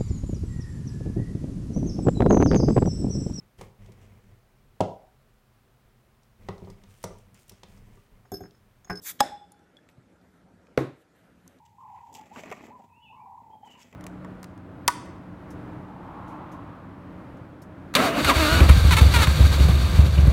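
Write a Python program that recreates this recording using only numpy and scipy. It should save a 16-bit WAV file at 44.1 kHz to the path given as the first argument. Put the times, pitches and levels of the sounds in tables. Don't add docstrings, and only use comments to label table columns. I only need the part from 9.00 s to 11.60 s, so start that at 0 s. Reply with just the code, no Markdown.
import sys
import numpy as np
from scipy import signal
from scipy.fft import rfft, irfft, next_fast_len
from scipy.io import wavfile
from scipy.ndimage import uniform_filter1d

SR = 44100
rng = np.random.default_rng(int(sys.argv[2]) if len(sys.argv) > 2 else 0)


def store_wav(level_fs):
    pcm = np.round(np.clip(np.atleast_2d(level_fs), -1, 1) * 32767)
    wavfile.write(sys.argv[1], SR, pcm.T.astype(np.int16))


N = 114660
TIME_S = np.arange(N) / SR
POP_S = 0.2048


def pop():
    # frequency in Hz, relative level in dB, t60 in seconds.
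    bottle_modes = [(123.5, -21.5, 0.036), (259.3, -13, .04), (576, -9, 0.045), (1065, -8.5, 0.026),
                    (1178, -2.5, 0.016), (1640, -14.5, 0.027), (2750, -7, 0.0061), (3440, -18.5, 0.037),
                    (3910, -13, 0.019), (5125, -11.5, 0.028), (5530, -18.5, .015), (6470, -13.5, .016),
                    (7040, -11, 0.013), (7890, -17, 0.022), (11530, -15, 0.0071)]
    # centre in Hz, half-width in Hz, level in dB, t60 in seconds.
    glass_bands = [(775, 31, -46, 0.61), (3465, 35, -55, 0.85), (3480, 70, -54, 0.45), (5100, 69, -51, .5),
                   (5240, 70, -49, 0.39), (7950, 70, -56, 0.47)]
    # frequency in Hz, relative density in dB.
    snap_spectrum = [(880, -28.5), (1500, 3.5), (2630, -7), (3570, -7.5), (4480, -18.5), (5090, -1),
                     (5900, -16), (7930, -12), (8580, -10), (14700, -16), (15800, -36.5)]
    answer_spectrum = [(88, -51), (150, -17.5), (274, -7.5), (472, -12.5), (573, -3.5), (696, -5),
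                       (813, -4.5), (950, -13), (1270, -15.5), (1740, -14), (2230, -23), (3050, -30.5),
                       (3560, -19), (4590, -32), (5360, -19.5), (6020, -32), (6380, -25.5), (9410, -30.5),
                       (15300, -41.5)]
    snap = amp(-16) * decay(POP_S, t60_s=0.024, rise_s=0.0005) * noise(snap_spectrum, patchy_db=3.5)
    glass = np.zeros(N)
    for centre_hz, width_hz, db, t60_s in glass_bands:
        band = filtered(rng.standard_normal(N), lambda hz: 1 / (1 + ((hz - centre_hz) / width_hz) ** 2))
        glass += amp(db) * decay(POP_S, t60_s, rise_s=0.014) * unit(band)
    bottle = amp(-6) * ring(POP_S, bottle_modes, rise_s=0.00067)
    return bottle + snap + glass + amp(-31) * diffuse_answer(POP_S, answer_spectrum, rise_s=0.014)


def neck():
    # start in seconds, level in dB, length in seconds.
    swells = [(0.3167, -32.5, 0.058), (.41, -45.5, 0.046), (.51, -53, 0.066), (.6, -59.5, 0.035)]
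    waver_hz, fall_s = 3.5, 0.0081
    returns = np.zeros(N)
    for start_s, db, length_s in swells:
        hz = 825 + waver_hz * rng.normal()
        gate = np.clip((start_s + length_s - TIME_S) / fall_s + 1, 0, 1)
        returns += gate * mode(start_s, hz, db, t60_s=0.25, rise_s=0.0029)
    first = mode(POP_S, hz=824, db=-5.5, t60_s=0.079, rise_s=0.0031)
    return room(first, wet_db=-23.5) + room(returns, wet_db=-12.5)


def setdown():
    # frequency in Hz, gain in dB, t60 in
    # seconds.
    table_modes = [(87, -12.5, 0.054), (133, -16.5, 0.28), (289, -23, .1), (265, -18, 0.015),
                   (341, -8, 0.044), (413, 1, 0.026), (478, -3, 0.047), (580, -11, 0.0097)]
    edge_modes = [(750, -12.5, 0.012), (1150, -15.5, 0.0088), (1402, -10.5, 0.0078), (2050, -18.5, 0.015),
                  (2270, -28, 0.0098)]
    # frequency in Hz, relative dB.
    slap_spectrum = [(1470, -15), (2500, -6), (4300, -10.5), (5880, -15), (7210, -20), (8630, -21),
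                     (14300, -29.5), (16300, -58)]
    shudder_spectrum = [(65, -45), (110, -3), (152, -3), (202, -12.5), (322, 1.5), (512, -8), (591, -7),
                        (667, -16), (833, -15), (903, -23), (1060, -15), (1130, -20), (2250, -27),
                        (3300, -40.5), (3580, -34.5), (4950, -42.5), (13900, -50)]
    # start in seconds, gain in dB.
    rocks = [(1.81, -22), (1.829, -25.5)]
    slap_s, knock_s, edge_s, table_rise_s = 1.7748, 1.7761, 1.7772, 0.0024
    slap = amp(-24.5) * decay(slap_s, t60_s=0.013, rise_s=0.00052) * noise(slap_spectrum, patchy_db=-1.5)
    knock = amp(-4.5) * ring(knock_s, table_modes, table_rise_s)
    edge = ring(edge_s, edge_modes, rise_s=0.00038)
    rocking = sum(amp(db) * ring(start_s, table_modes[2:], table_rise_s) for start_s, db in rocks)
    shudder = amp(-25.5) * diffuse_answer(knock_s, shudder_spectrum, rise_s=0.0038)
    return slap + knock + edge + rocking + shudder


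def gas():
    # time in seconds, level in dB.
    narrow_levels = [(0.0, -99), (0.014, -88.5), (0.018, -58), (0.068, -36.5), (0.1, -35), (0.116, -41),
                     (0.134, -67), (0.17, -85)]
    wide_levels = [(.03, -99), (.044, -70), (.05, -52), (.09, -44), (.115, -48), (.13, -75), (.15, -100)]
    # frequency in Hz, relative density in dB.
    narrow_spectrum = [(1500, -50), (2600, -16), (3060, -11), (3410, 1), (4420, -6), (7760, 4.5),
                       (8890, -5.5), (10100, 6.5), (10900, -6.5), (13600, 6), (15300, -3)]
    wide_spectrum = [(500, -50), (800, -10), (1330, -4), (1790, 2), (2400, -2), (3200, -20), (5000, -50)]
    narrow = envelope(narrow_levels + [(POP_S, -120)]) * noise(narrow_spectrum, patchy_db=2)
    wide = envelope(wide_levels) * noise(wide_spectrum, patchy_db=2)
    return narrow + wide


def scrape():
    # frequency in Hz, relative density in dB.
    spectrum = [(900, -40), (1700, 0), (2600, -14), (3500, -6), (4800, -20), (6500, -8), (8500, -26),
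                (15000, -32)]
    start_s, start_db, growth_db = 0.19, -58, 24
    progress = np.clip((TIME_S - start_s) / (POP_S - start_s), 0, 1)
    slipping = (progress > 0) & (progress < 1)
    return amp(start_db + growth_db * progress) * slipping * noise(spectrum, patchy_db=2)


def ticks():
    # start in seconds, level in dB, pitch in Hz, ring t60 in seconds, click over ring in dB.
    hits = [(.2295, -36, 5260, .04, -4.5), (.5198, -51.5, 9760, 0.027, 5.5),
            (.521, -60.5, 6950, 0.037, -14), (0.593, -65, 5920, 0.011, -1),
            (0.7686, -47.5, 3400, 0.042, -7.5), (0.789, -52.5, 1720, 0.022, -18),
            (0.8891, -55, 1830, 0.012, 2), (.888, -59.5, 7700, .012, -4), (.913, -66, 5160, 0.012, -8),
            (0.981, -41, 125, 0.07, -28), (1.2133, -65, 4050, 0.013, -1), (1.669, -57, 2450, 0.021, -1),
            (1.685, -51, 505, 0.044, -3.5), (2.464, -53, 1030, 0.021, -28.5),
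            (2.4777, -41.5, 6330, 0.01, -7.5), (2.477, -63, 11800, 0.0069, 11),
            (2.587, -56, 3830, 0.0084, -3.5)]
    width_octaves, top_hz, low_edge_ratio = 1.46, 14320, 0.34
    grit, out = rng.standard_normal(N), np.zeros(N)
    for start_s, db, pitch_hz, t60_s, click_db in hits:
        def click_band(hz):
            octaves = np.log2((hz + 1) / pitch_hz)
            edges = (hz / top_hz) ** 10 + (low_edge_ratio * pitch_hz / (hz + 1)) ** 2
            return np.exp(-(octaves / width_octaves) ** 2 - edges)

        click = decay(start_s, t60_s=0.011, rise_s=0.0005) * unit(filtered(grit, click_band))
        out += mode(start_s, pitch_hz, db, t60_s, rise_s=0.0002) + amp(db + click_db) * click
    return out


def background():
    # frequency in Hz, relative density in dB.
    air_spectrum = [(180, -30), (300, -1), (426, -5), (616, -6.5), (791, -10.5), (1140, -16.5),
                    (1330, -10.5), (2820, -25), (6090, -31), (7690, -31.5), (14800, -41.5), (16300, -54)]
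    rumble_spectrum = [(15, -48), (25, -11), (70, -2.5), (124, -6), (145, -12.5), (178, 2), (211, -9),
                       (270, -5), (300, -17), (390, -47.5), (660, -120)]
    rustle_spectrum = [(1180, -13), (2000, -7), (3870, -14), (4610, -24), (13700, -19), (16000, -49)]
    # time in seconds, level in dB.
    rumble_levels = [(0.0, -62), (0.25, -54), (0.41, -63), (0.62, -62), (1.14, -60.5), (1.33, -60.5),
                     (1.8, -58.5), (2.03, -68.5), (2.21, -60.5), (2.37, -59.5), (2.6, -61)]
    rustle_levels = [(.6, -92.5), (.885, -92), (.895, -64.5), (.95, -95.5), (1.2, -97), (1.22, -80),
                     (1.37, -76.5), (1.48, -103), (1.9, -89), (1.98, -76), (2.02, -68.5), (2.05, -97),
                     (2.13, -91), (2.16, -70.5), (2.35, -79.5), (2.5, -70.5), (2.6, -78)]
    air = amp(-64) * noise(air_spectrum, patchy_db=2)
    rumble = envelope(rumble_levels) * noise(rumble_spectrum, patchy_db=1.5)
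    rustle = envelope(rustle_levels) * noise(rustle_spectrum, patchy_db=1.5)
    return air + rumble + rustle


def room(x, wet_db):
    predelay_s = 0.017
    tail = room_tail(SR // 2)
    impulse = np.pad(tail / np.linalg.norm(tail), (round(predelay_s * SR), 0))
    return x + amp(wet_db) * signal.fftconvolve(x, impulse)[:N]


def diffuse_answer(start_s, spectrum, rise_s):
    start, top_hz = round(start_s * SR), spectrum[-1][0]
    tail = np.pad(room_tail(N - start), (start, 0))
    tail = filtered(tail, lambda hz: amp(log_interp(spectrum, hz)) * lowpass(hz, top_hz))
    early_rms = np.std(tail[start:start + SR // 20])
    return tail / early_rms * decay(start_s, np.inf, rise_s) ** 2


def room_tail(samples):
    # frequency in Hz, t60 in seconds.
    room_t60 = [(100, 0.37), (400, 0.28), (1500, .33), (3500, 0.4), (6000, 0.31), (9000, 0.27),
                (15000, 0.25)]
    hz, time_s, bins = signal.stft(rng.standard_normal(samples), SR, nperseg=256)
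    fade = amp(-60 * time_s / log_interp(room_t60, hz)[:, None])
    return signal.istft(bins * fade, SR, nperseg=256)[1][:samples]


def noise(spectrum, patchy_db):
    bins = signal.stft(rng.standard_normal(N + 512), nperseg=512)[2]
    patches = uniform_filter1d(rng.standard_normal(bins.shape), size=6, axis=0)
    patches = uniform_filter1d(patches, size=8, axis=1)
    patchy = signal.istft(bins * amp(patchy_db * unit(patches)), nperseg=512)[1][:N]
    return unit(filtered(patchy, lambda hz: amp(log_interp(spectrum, hz)) * lowpass(hz, top_hz=15330)))


def ring(start_s, modes, rise_s):
    return sum(mode(start_s, hz, db, t60_s, rise_s) for hz, db, t60_s in modes)


def mode(start_s, hz, db, t60_s, rise_s):
    return amp(db) * decay(start_s, t60_s, rise_s) * np.sin(2 * np.pi * hz * (TIME_S - start_s))


def decay(start_s, t60_s, rise_s):
    age_s = np.maximum(TIME_S - start_s, 0)
    return amp(-60 * age_s / t60_s) * (1 - np.exp(-age_s / rise_s))


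def envelope(levels):
    time_s, db = np.transpose(levels)
    return amp(np.interp(TIME_S, time_s, db))


def filtered(x, response):
    size = next_fast_len(N + SR // 2)
    return irfft(rfft(x, size) * response(np.fft.rfftfreq(size, 1 / SR)), size)[..., :N]


def lowpass(hz, top_hz, edge_hz=30):
    return 0.5 - 0.5 * np.tanh((hz - top_hz) / edge_hz)


def log_interp(points, hz):
    points_hz, values = np.transpose(points)
    return np.interp(np.log(hz + 1), np.log(points_hz + 1), values)


def amp(db):
    return 10 ** (np.asarray(db) / 20)


def unit(x):
    return x / np.sqrt(np.mean(x ** 2) + 1e-20)


def scene():
    near = room(gas(), wet_db=-20) + scrape() + pop() + setdown() + room(ticks(), wet_db=-20.5)
    return (near + neck() + background())[None]


def record(dry):
    low_cut_hz, top_hz = 45, 16470
    return filtered(dry, lambda hz: lowpass(hz, top_hz) * (1j * hz / (low_cut_hz + 1j * hz)) ** 3)


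dry = scene()
out = record(dry)
store_wav(out)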